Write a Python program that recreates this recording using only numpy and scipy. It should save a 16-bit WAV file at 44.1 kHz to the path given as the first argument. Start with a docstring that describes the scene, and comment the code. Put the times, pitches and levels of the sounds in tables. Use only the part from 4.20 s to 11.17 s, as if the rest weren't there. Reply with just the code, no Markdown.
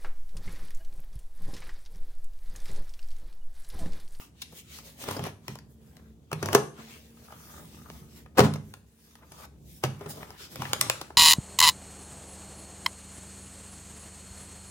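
"""Books drop on a pile on a desk, close to a phone: each impact drives out a slap of air and excites
the damped modes of the pile and the desk top. A page is turned, a hand lands on a cover, and stiff
pages buckle and snap as a workbook opens. In between, paper, sleeves and covers slide with the noise
of friction. The small room reverberates, over a low hum."""
import sys
import numpy as np
from scipy import signal
from scipy.fft import rfft, irfft, next_fast_len
from scipy.io import wavfile
from scipy.ndimage import uniform_filter1d, map_coordinates

SR = 44100
rng = np.random.default_rng(int(sys.argv[2]) if len(sys.argv) > 2 else 0)


def wav_out(sig):
    """Save sig, one row per channel (or a flat mono array), as 16-bit PCM at SR to the path in sys.argv[1]."""
    wavfile.write(sys.argv[1], SR, np.round(np.clip(np.atleast_2d(sig).T, -1, 1) * 32767).astype(np.int16))


N = 307377
LEAD_IN_S = .02  # a burst starts this long before its contact

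# spectrum of cracking paper: frequency_hz, level_db
CRACK_SPECTRUM = [(500, -32.5), (1500, -15.5), (2500, 1.5), (4000, 0), (5800, 3.5), (8000, -6.5),
                  (11000, 0.5), (16000, -7.5)]


def amp(db):
    """Decibels to amplitude ratio."""
    return 10 ** (np.asarray(db) / 20)


def unit(x):
    """Normalisation to rms 1."""
    return x / np.sqrt(np.mean(x ** 2) + 1e-20)


def along(points, hz):
    """Interpolation of (frequency_hz, value) points on a logarithmic frequency axis."""
    knots_hz, values = np.transpose(points)
    return np.interp(np.log(hz + 1), np.log(knots_hz + 1), values)


def bell(hz, centre_hz, octaves):
    """A Gaussian peak of height 1 in log frequency."""
    return np.exp(-(np.log2(hz / centre_hz) / octaves) ** 2)


def wobble(rate_hz):
    """Smooth random modulation: a spline through rate_hz knots a second."""
    knots = rng.standard_normal(int(N * rate_hz / SR) + 4)
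    return map_coordinates(knots, [np.arange(N) * rate_hz / SR])


def swell(peak_s, rise_s, fall_s, depth_db=19.5, shape=1.63):
    """Amplitude envelope, depth_db down at rise_s before its peak and fall_s after it."""
    t = np.arange(N) / SR - peak_s
    distance = np.abs(t / np.where(t < 0, rise_s, fall_s))
    return amp(-depth_db * np.minimum(distance, 10) ** shape)


def add(track, start_s, sound):
    """Superposition of a sound on a track."""
    start = round(start_s * SR)
    track[..., start:start + sound.shape[-1]] += sound[..., :N - start]


def filtered(x, response):
    """Linear filtering: the spectrum of x times a complex frequency response."""
    n = x.shape[-1]
    size = next_fast_len(n + SR // 10)
    return irfft(rfft(x, size) * response(np.fft.rfftfreq(size, 1 / SR)), size)[..., :n]


def coloured(x, spectrum, size=2048):
    """Minimum-phase filtering: folding the cepstrum makes the response causal."""
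    cepstrum = irfft(np.log(amp(along(spectrum, np.fft.rfftfreq(size, 1 / SR)))))
    cepstrum[1:size // 2] *= 2
    cepstrum[size // 2 + 1:] = 0
    impulse_response = irfft(np.exp(rfft(cepstrum)))
    return signal.fftconvolve(x, impulse_response[None], axes=1)[:, :x.shape[1]]


def patchy(x, depth_db, bins=7, frames=16):
    """Spectral modulation: the colour drifts in patches of frequency and time."""
    spectra = signal.stft(x, nperseg=512)[2]
    field = uniform_filter1d(rng.standard_normal(spectra.shape[1:]), bins, 0)
    field = uniform_filter1d(field, frames, 1)
    return signal.istft(spectra * amp(depth_db * unit(field)), nperseg=512)[1][:, :x.shape[1]]


def scattered(pair):
    """Diffuse-field coherence: two independent signals become a stereo pair, alike in the bass."""
    # likeness of left and right: frequency_hz, correlation
    coherence = [(150, 0.94), (400, 0.72), (900, 0.29), (1800, 0.083), (3500, 0.054), (16000, 0.19)]
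    angle = lambda hz: np.arccos(np.clip(along(coherence, hz), -1, 1)) / 2
    mid, side = filtered(pair, lambda hz: np.array([np.cos(angle(hz)), np.sin(angle(hz))]))
    return np.array([mid + side, mid - side])


def burst(length_s, spectrum, direct_share, lead_db, linger_db, linger_t60_s, grain_db):
    """Contact transient: a first brush, a pulse of grainy noise, a decay; energy of rms 1 for length_s."""
    t = np.arange(SR // 5) / SR - LEAD_IN_S
    rise = np.maximum(t, 0) / (0.4 * length_s)
    pulse = (rise * np.exp(1 - rise)) ** 2
    shiver = amp(linger_db - 60 * t / linger_t60_s) * (1 - np.exp(-rise * rise))
    brush = amp(lead_db) * np.exp(-np.abs(t) / (.5 * length_s))
    grains = amp(grain_db * unit(uniform_filter1d(rng.standard_normal(len(t)), size=12)))
    direct = np.sqrt(direct_share) * rng.standard_normal(len(t))
    diffuse = np.sqrt(1 - direct_share) * scattered(rng.standard_normal((2, len(t))))
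    noise = (direct + diffuse) * (pulse + shiver + brush) * grains
    return unit(coloured(noise, spectrum)) * np.sqrt(length_s * SR / len(t))


def room_hum(drone_hz=226, drone_db=-57.5):
    """Ambient noise: a diffuse rumble, and a faint drone modulated in pitch and level."""
    # rumble of the room: frequency_hz, level_db
    rumble_spectrum = [(20, -18), (40, -22.5), (62, 9), (100, -1.5), (150, 4), (220, -3.5), (400, -10.5),
                       (700, -22.5), (1500, -43), (4000, -38.5), (9000, -39.5), (16000, -45)]
    # its slow rise and fall: time_s, level_db
    rumble_levels = [(0, -53.5), (1.502, -55), (2.8, -53), (3.899, -51.5), (4.8, -61), (5.45, -48),
                     (5.8, -54.5), (6.97, -52)]
    rumble = unit(coloured(scattered(rng.standard_normal((2, N))), rumble_spectrum))
    pitch_hz = drone_hz * (1 + .025 * wobble(2.5) + .012 * wobble(32))
    phase = 2 * np.pi * np.cumsum(pitch_hz) / SR
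    drone = (np.sin(phase) + amp(-12) * np.sin(2 * phase)) * amp(drone_db + 4.0 * wobble(8))
    drone *= swell(peak_s=2.83, rise_s=3.8, fall_s=3.76)
    rumble_db = np.interp(np.arange(N) / SR, *np.transpose(rumble_levels)) + wobble(1.1)
    return rumble * amp(rumble_db) + drone


def reverberation(x, early_db=-0.5, early_t60_s=0.051):
    """Early reflections, then a diffuse exponential tail; each third of a second takes new paths."""
    # reverberation time of the room: frequency_hz, t60_s
    decay_times = [(100, 0.87), (400, 0.33), (1500, 0.36), (5000, 0.33), (10000, 0.47), (16000, 0.075)]
    # colour of the reflected sound: frequency_hz, gain_db
    colour = [(120, -10.0), (400, -1), (1200, -0.5), (6000, -1.0), (14000, -5.5)]
    block, predelay = SR // 3, SR // 300
    out = np.zeros((2, N))
    for start in range(0, N, block):
        hz, t, spectra = signal.stft(rng.standard_normal((2, SR // 2)), SR, nperseg=256)
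        decay = amp(-60 * t / along(decay_times, hz)[:, None]) + amp(early_db - 60 * t / early_t60_s)
        tail = scattered(signal.istft(spectra * decay, SR, nperseg=256)[1])
        tail = np.pad(tail / np.linalg.norm(tail[0]), ((0, 0), (predelay, 0)))
        add(out, start / SR, signal.fftconvolve(x[:1, start:start + block], tail, axes=1))
    return filtered(out, lambda hz: amp(along(colour, hz)))


def cover_rubbing(slip_rate_hz=140, unevenness=0.85, slip_spread_db=4, slip_decay_s=0.0024):
    """Stick-slip friction: fingers and desk drag on a stiff cover and excite its hollow resonances."""
    # resonances of the held cover: centre_hz, width_hz, gain_db
    resonances = [(870, 400, -0.5), (1226, 81, 9.5)]
    # rubbing movements: peak_s, rise_s, fall_s, level_db
    rubs = [(3.13, 0.16, 0.071, -59), (3.37, 0.18, 0.089, -57.5), (3.651, 0.22, 0.35, -59.5),
            (5.0, 0.12, 0.13, -64.5), (5.258, 0.17, .012, -52.5)]
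    gap, size = rng.standard_normal((1500, 2)).T
    onsets = (np.cumsum(np.exp(unevenness * gap)) * SR / slip_rate_hz).astype(int)
    slips = np.bincount(onsets[onsets < N], amp(slip_spread_db * size[onsets < N]), N)
    envelope = signal.lfilter([1], [1, -np.exp(-1 / (slip_decay_s * SR))], slips)
    grit = scattered(envelope * rng.standard_normal((2, N)))
    cover = lambda hz: sum(amp(db) * 1j * hz * width / (centre ** 2 - hz ** 2 + 1j * hz * width)
                           for centre, width, db in resonances)
    sound = unit(filtered(grit, lambda hz: cover(hz) / (1 + (hz / 2200) ** 4)))
    return sound * sum(amp(db) * swell(*timing) for *timing, db in rubs)


def stroke_levels(rest_scrape_db=-75.5, rest_hiss_db=-78):
    """Incoherent sources add in power: scrape level, hiss level and power-weighted brightness, in dB."""
    # slides of paper and sleeves: peak_s, rise_s, fall_s, scrape_db, hiss_db, brightness_db
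    strokes = [(0.005, .02, .08, -64, -49, 0), (0.231, 0.1, 0.12, -71, -57.5, -7.5),
               (.39, 0.09, 0.042, -60, -46, 3), (.565, .13, 0.079, -52.5, -47, -1),
               (.655, 0.034, .14, -60.5, -50, 1.5), (0.827, .06, 0.052, -49, -40.5, 0.5),
               (.903, 0.09, .13, -36.5, -42.5, 1), (1.055, 0.063, 0.058, -40, -43.5, -7),
               (1.309, 0.091, 0.069, -55, -54.5, -4), (1.53, 0.07, 0.048, -96, -66, 12.5),
               (1.68, 0.12, 0.3, -64.5, -65, 3.5), (2.35, .2, 0.11, -39.5, -47, -6.5),
               (2.611, 0.091, 0.2, -52.5, -53, -8), (2.73, 0.14, 0.22, -59, -52.5, -2),
               (3.06, 0.2, 0.18, -61, -59.5, 1.5), (3.32, 0.49, 0.34, -58, -53.5, 6),
               (3.55, 0.15, 0.18, -58.5, -55, 2), (3.719, .12, 0.19, -58, -54.5, 5.5),
               (3.97, 0.094, 0.083, -60.5, -53.5, 5), (4.5, 0.12, 0.14, -65, -61, 8),
               (4.88, 0.32, 0.28, -69, -62, 4.5), (5.255, 0.21, 0.0063, -52.5, -50, 2),
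               (5.519, 0.13, .26, -85, -55, 7.5), (5.85, 0.24, 0.15, -51, -60, 2.5),
               (5.907, 0.026, .04, -46, -37.5, 11), (5.95, 0.11, 0.35, -48, -53.5, 5),
               (6.222, 0.059, 0.063, -50.5, -44, -4.5), (6.325, 0.038, 0.04, -59, -46.5, 2.5),
               (6.44, 0.17, 0.48, -42.5, -47, -4), (6.66, 0.092, .21, -45.5, -44, -11.5)]
    peak_s, rise_s, fall_s, scrape_db, hiss_db, bright_db = np.transpose(strokes)
    power = np.array([swell(*timing) for timing in zip(peak_s, rise_s, fall_s)]) ** 2
    scrape = amp(scrape_db) ** 2 @ power + amp(rest_scrape_db) ** 2
    hiss = amp(hiss_db) ** 2 @ power + amp(rest_hiss_db) ** 2
    brightness_db = (bright_db * amp(hiss_db) ** 2) @ power / hiss
    return 10 * np.log10(scrape), 10 * np.log10(hiss), brightness_db


def friction(spectrum, grain_db, grain_rate_hz, patchy_db):
    """Friction noise: fibres catch and slip in uneven grains, coloured by the flexing sheet."""
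    grains = amp(grain_db * wobble(grain_rate_hz)) * rng.standard_normal((2, N))
    return unit(patchy(coloured(scattered(grains), spectrum), patchy_db))


def crackle(rate_hz, spread_db):
    """Shot noise: tiny creases give way at random moments, most of them faintly; rms 1."""
    when, size = rng.random((int(rate_hz * N / SR), 2)).T
    ticks = np.bincount((when * N).astype(int), amp(spread_db * size ** 3), N)
    crease = rng.standard_normal((2, 128)) * amp(-60 * np.arange(128) / 128)
    creases = signal.fftconvolve(ticks[None], crease, axes=1)[:, :N]
    return unit(coloured(creases, CRACK_SPECTRUM))


def paper_sliding(treble_hz=6000):
    """Sliding friction: sheets scrape and hiss under an unsteady hand, and crackle as they flex."""
    # low scrape of the sheets: frequency_hz, level_db
    scrape_spectrum = [(50, -34.5), (110, 4.5), (280, 3.5), (480, 1), (620, 0), (860, 1), (1020, 0.5),
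                       (1250, -1), (1600, -4), (2200, -9), (3500, -12), (8000, -64.5)]
    # high hiss of the sheets: frequency_hz, level_db
    hiss_spectrum = [(600, -41.5), (1900, -1.5), (2700, -0.5), (3600, 0.5), (4200, -0.5), (6000, -1),
                     (8500, -4), (11500, -3.5), (15500, -4.5)]
    scrape_db, hiss_db, bright_db = stroke_levels()
    hand_db = 1.1 * wobble(35)
    scrape = friction(scrape_spectrum, grain_db=3, grain_rate_hz=150, patchy_db=3.5)
    creases = crackle(rate_hz=100, spread_db=15) * amp(scrape_db - 16)
    hiss = friction(hiss_spectrum, grain_db=-1.5, grain_rate_hz=1200, patchy_db=2.5)
    treble = filtered(hiss, lambda hz: hz ** 4 / (hz ** 4 + treble_hz ** 4))
    hiss = (hiss - treble + amp(bright_db) * treble) / np.sqrt((1 + amp(bright_db) ** 2) / 2)
    return scrape * amp(scrape_db + hand_db) + creases + hiss * amp(hiss_db + hand_db)


def page_snaps(bend_delay_s=.0006, edge_db=7, edge_octaves=0.19):
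    """Buckling: a sheet cracks at the pitch of its edge; a slower bending wave follows as a pop."""
    # edges that flick, buckle or touch down: start_s, length_s, crack_db, pop_db, pop_hz, edge_hz
    snaps = [(.216, .014, -36.5, -50, 2270, 3730), (0.321, 0.017, -60, -52, 490, 11400),
             (0.587, 0.0026, -44, -45, 1510, 11600), (.839, .003, -38, -38.5, 1210, 14800),
             (0.885, .006, -37, -30.5, 597, 2980), (0.9083, 0.0076, -36, -33, 880, 11500),
             (0.964, 0.01, -41.5, -34, 570, 5000), (.992, .004, -42.5, -34.5, 793, 3000),
             (1.038, 0.0047, -37.5, -36.5, 920, 11600), (1.064, .0082, -44, -33, 560, 11600),
             (1.2805, 0.0031, -33.5, -33.5, 1070, 3100), (1.354, .004, -46, -41.5, 1380, 7200),
             (1.387, 0.004, -48, -50, 1510, 5000), (1.767, 0.0039, -52, -55, 1650, 3920),
             (2.115, .0044, -42, -31.5, 1050, 3000), (2.129, 0.0038, -31, -27.5, 810, 2880),
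             (2.2263, 0.0055, -33.5, -26.5, 710, 5950), (2.258, 0.0033, -30, -31, 1400, 7100),
             (2.286, 0.0031, -37, -26.5, 1030, 3000), (2.328, 0.0076, -27.5, -28.5, 634, 3000),
             (2.348, 0.0046, -16, -12, 714, 5900), (3.121, 0.0081, -58, -46.5, 860, 3000),
             (3.7, 0.0029, -44, -40, 960, 3030), (4.059, 0.0058, -68, -51, 1250, 3000),
             (4.1822, 0.0037, -25, -14, 980, 11500), (4.187, 0.0053, -29.5, -17, 610, 3000),
             (4.336, .007, -39, -41.5, 1210, 3900), (4.356, 0.007, -48, -40, 1090, 5930),
             (4.538, 0.0027, -42, -40.5, 1730, 8900), (4.953, .0043, -51.5, -52, 1740, 2970),
             (5.019, 0.025, -77, -56.5, 906, 9000), (5.118, 0.0078, -48, -50, 797, 9270),
             (5.6358, .007, -28.5, -22.5, 1050, 3030), (5.808, 0.0067, -54, -39, 580, 3000),
             (6.0292, .0035, -58, -36, 1640, 3080), (6.104, 0.0032, -44, -43, 1100, 11500),
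             (6.357, 0.0028, -36.5, -38, 1440, 14560), (6.418, 0.0066, -37, -29.5, 1080, 2970),
             (6.451, 0.0072, -50, -35.5, 1750, 3020), (6.5321, 0.002, -16, -19.5, 1240, 8300),
             (6.611, .0033, -14, -22, 2260, 8500), (6.6982, .0022, -15.5, -18, 1710, 7200),
             (6.812, 0.0064, -36, -34.5, 960, 4000), (6.904, 0.003, -60, -37, 755, 3000)]
    # spectrum of the pop: multiple_of_pitch, level_db
    pop_shape = [(.1, -27.5), (.3, -3.5), (.6, -3.5), (1, -2), (1.5, -9), (2.4, -13), (4, -29), (9, -45.5)]
    out = np.zeros((2, N))
    hz = np.geomspace(400, 16000, 64)
    for start_s, length_s, crack_db, pop_db, pop_hz, edge_hz in snaps:
        edge_spectrum = np.c_[hz, along(CRACK_SPECTRUM, hz) + edge_db * bell(hz, edge_hz, edge_octaves)]
        pop_spectrum = [(multiple * pop_hz, db) for multiple, db in pop_shape]
        crack = burst(length_s, edge_spectrum, direct_share=0.45, lead_db=-15,
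                      linger_db=-20, linger_t60_s=0.041, grain_db=3.5)
        pop = burst(length_s, pop_spectrum, direct_share=0.94, lead_db=-15,
                    linger_db=-17, linger_t60_s=.04, grain_db=1.5)
        add(out, start_s - LEAD_IN_S, amp(crack_db) * crack)
        add(out, start_s - LEAD_IN_S + bend_delay_s, amp(pop_db) * pop)
    return out


def ring(modes, attack_s, scatter_db):
    """Free vibration: damped modes at new strengths for each blow, rms 1 over the first 50 ms."""
    t = np.arange(SR) / SR
    hz, db, t60_s = np.transpose(modes)[:, :, None]
    struck_db = db + scatter_db * rng.standard_normal(hz.shape)
    tones = amp(struck_db - 60 * t / t60_s) * np.sin(2 * np.pi * hz * t)
    sound = tones.sum(0) * (1 - np.exp(-t / attack_s))
    return sound / sound[:SR // 20].std()


def book_impacts(favour_db=7, favour_octaves=0.09):
    """Impact excitation: air slaps out from under a landing book; the pile knocks, the desk top booms."""
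    # pages, books and hands landing: start_s, contact_s, desk_db, boom_hz, pile_db, slap_db
    impacts = [(.882, .02, -40.5, 138, -43.5, -39.5), (.992, .01, -36, 99, -45, -44.5),
               (1.049, 0.02, -55.5, 150, -59, -43), (1.286, .013, -41.5, 115, -51.5, -55),
               (2.126, 0.008, -36, 149.7, -46.5, -33), (2.23, .0078, -35.5, 102, -55.5, -34),
               (2.335, .012, -40, 105.5, -35.5, -31), (2.349, .0087, -30.5, 136.7, -19.5, -18.5),
               (4.17, 0.03, -35.5, 205, -43.5, -24.5), (4.191, 0.0055, -34, 228.7, -18, -11.5),
               (4.202, 0.006, -18.5, 133, -33, -14.5), (4.228, .043, -27, 141.5, -40.5, -30),
               (5.64, .021, -30, 134.4, -46, -32.5), (5.814, .0088, -53.5, 102, -49.5, -52.5),
               (5.858, .01, -42.5, 146, -47, -42), (6.391, 0.036, -38, 108.4, -72, -48),
               (6.494, .023, -45, 123, -68, -52), (6.611, .011, -43.5, 139, -50, -36),
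               (6.702, 0.0066, -53, 150, -69, -36.5)]
    # modes of the desk top: pitch_hz, level_db, t60_s
    desk_modes = [(65.7, -33.5, 0.4), (99, -9, 0.65), (120, -6, .18), (124.8, -3, 0.11), (133.1, -1, 0.23),
                  (146.75, -13, 0.55), (154.1, -7.5, .42), (188.8, -9, 0.08), (208.6, -6.5, 0.35),
                  (226.7, -8.5, .22), (261.5, -16, 0.2), (278, -19, 0.33)]
    # modes of the pile of books: pitch_hz, level_db, t60_s
    pile_modes = [(377, -17, 0.04), (406, 6.5, 0.13), (427, 1.5, 0.1), (463, -3, 0.15), (532.5, -0.5, 0.1),
                  (605, -18.5, 0.054), (677, -8.5, 0.12), (785, -19, 0.26), (825, -4, 0.13),
                  (871, -21, 0.2), (1030, -23, 0.1), (1280, -15.5, 0.14), (1420, -15.5, .13)]
    # expelled air: frequency_hz, level_db
    slap_spectrum = [(80, -32), (200, -1), (430, -9), (620, -1), (800, -1.5), (1050, -1.5), (1600, -11.5),
                     (3000, -15), (6000, -21.5), (10000, -27), (16000, -29.5)]
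    out = np.zeros((2, N))
    for start_s, contact_s, desk_db, boom_hz, pile_db, slap_db in impacts:
        # the spot that is struck favours the desk modes near one pitch
        struck_modes = [(hz, db + favour_db * bell(hz, boom_hz, favour_octaves), t60_s)
                        for hz, db, t60_s in desk_modes]
        slap = burst(contact_s, slap_spectrum, direct_share=0.33, lead_db=-26,
                     linger_db=-6.5, linger_t60_s=0.096, grain_db=1.5)
        add(out, start_s - LEAD_IN_S, amp(slap_db) * slap)
        add(out, start_s, amp(pile_db) * ring(pile_modes, attack_s=0.0024, scatter_db=1.0))
        add(out, start_s, amp(desk_db) * ring(struck_modes, attack_s=0.012, scatter_db=4.0))
    return out


def scene(left_lead_s=0.00013):
    """Direct sound, reverberation and hum; the books lie to the left, so their sound arrives there first."""
    books = paper_sliding() + cover_rubbing() + page_snaps() + book_impacts()
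    advance_s = left_lead_s * np.array([[.5], [-.5]])
    direct = filtered(books, lambda hz: np.exp(2j * np.pi * hz * advance_s))
    return direct + amp(-7.5) * reverberation(books) + room_hum()


def record(dry, low_cut_hz=45, top_hz=16300):
    """Transducer response: the phone's ports differ in colour; it sheds deep bass, clips and band-limits."""
    # imbalance of the ports: frequency_hz, left_minus_right_db
    imbalance = [(60, 1.8), (130, -2.5), (260, -0.3), (1000, 2.5), (2300, 3), (4500, 2.5), (8000, -0.5),
                 (13000, -1)]
    port_gain = lambda hz: amp(along(imbalance, hz) * np.array([[.5], [-.5]]))
    ports = filtered(dry, lambda hz: port_gain(hz) * 1j * hz / (low_cut_hz + 1j * hz))
    return filtered(np.clip(ports, -1, 1), lambda hz: hz < top_hz)


dry = scene()
out = record(dry)
wav_out(out)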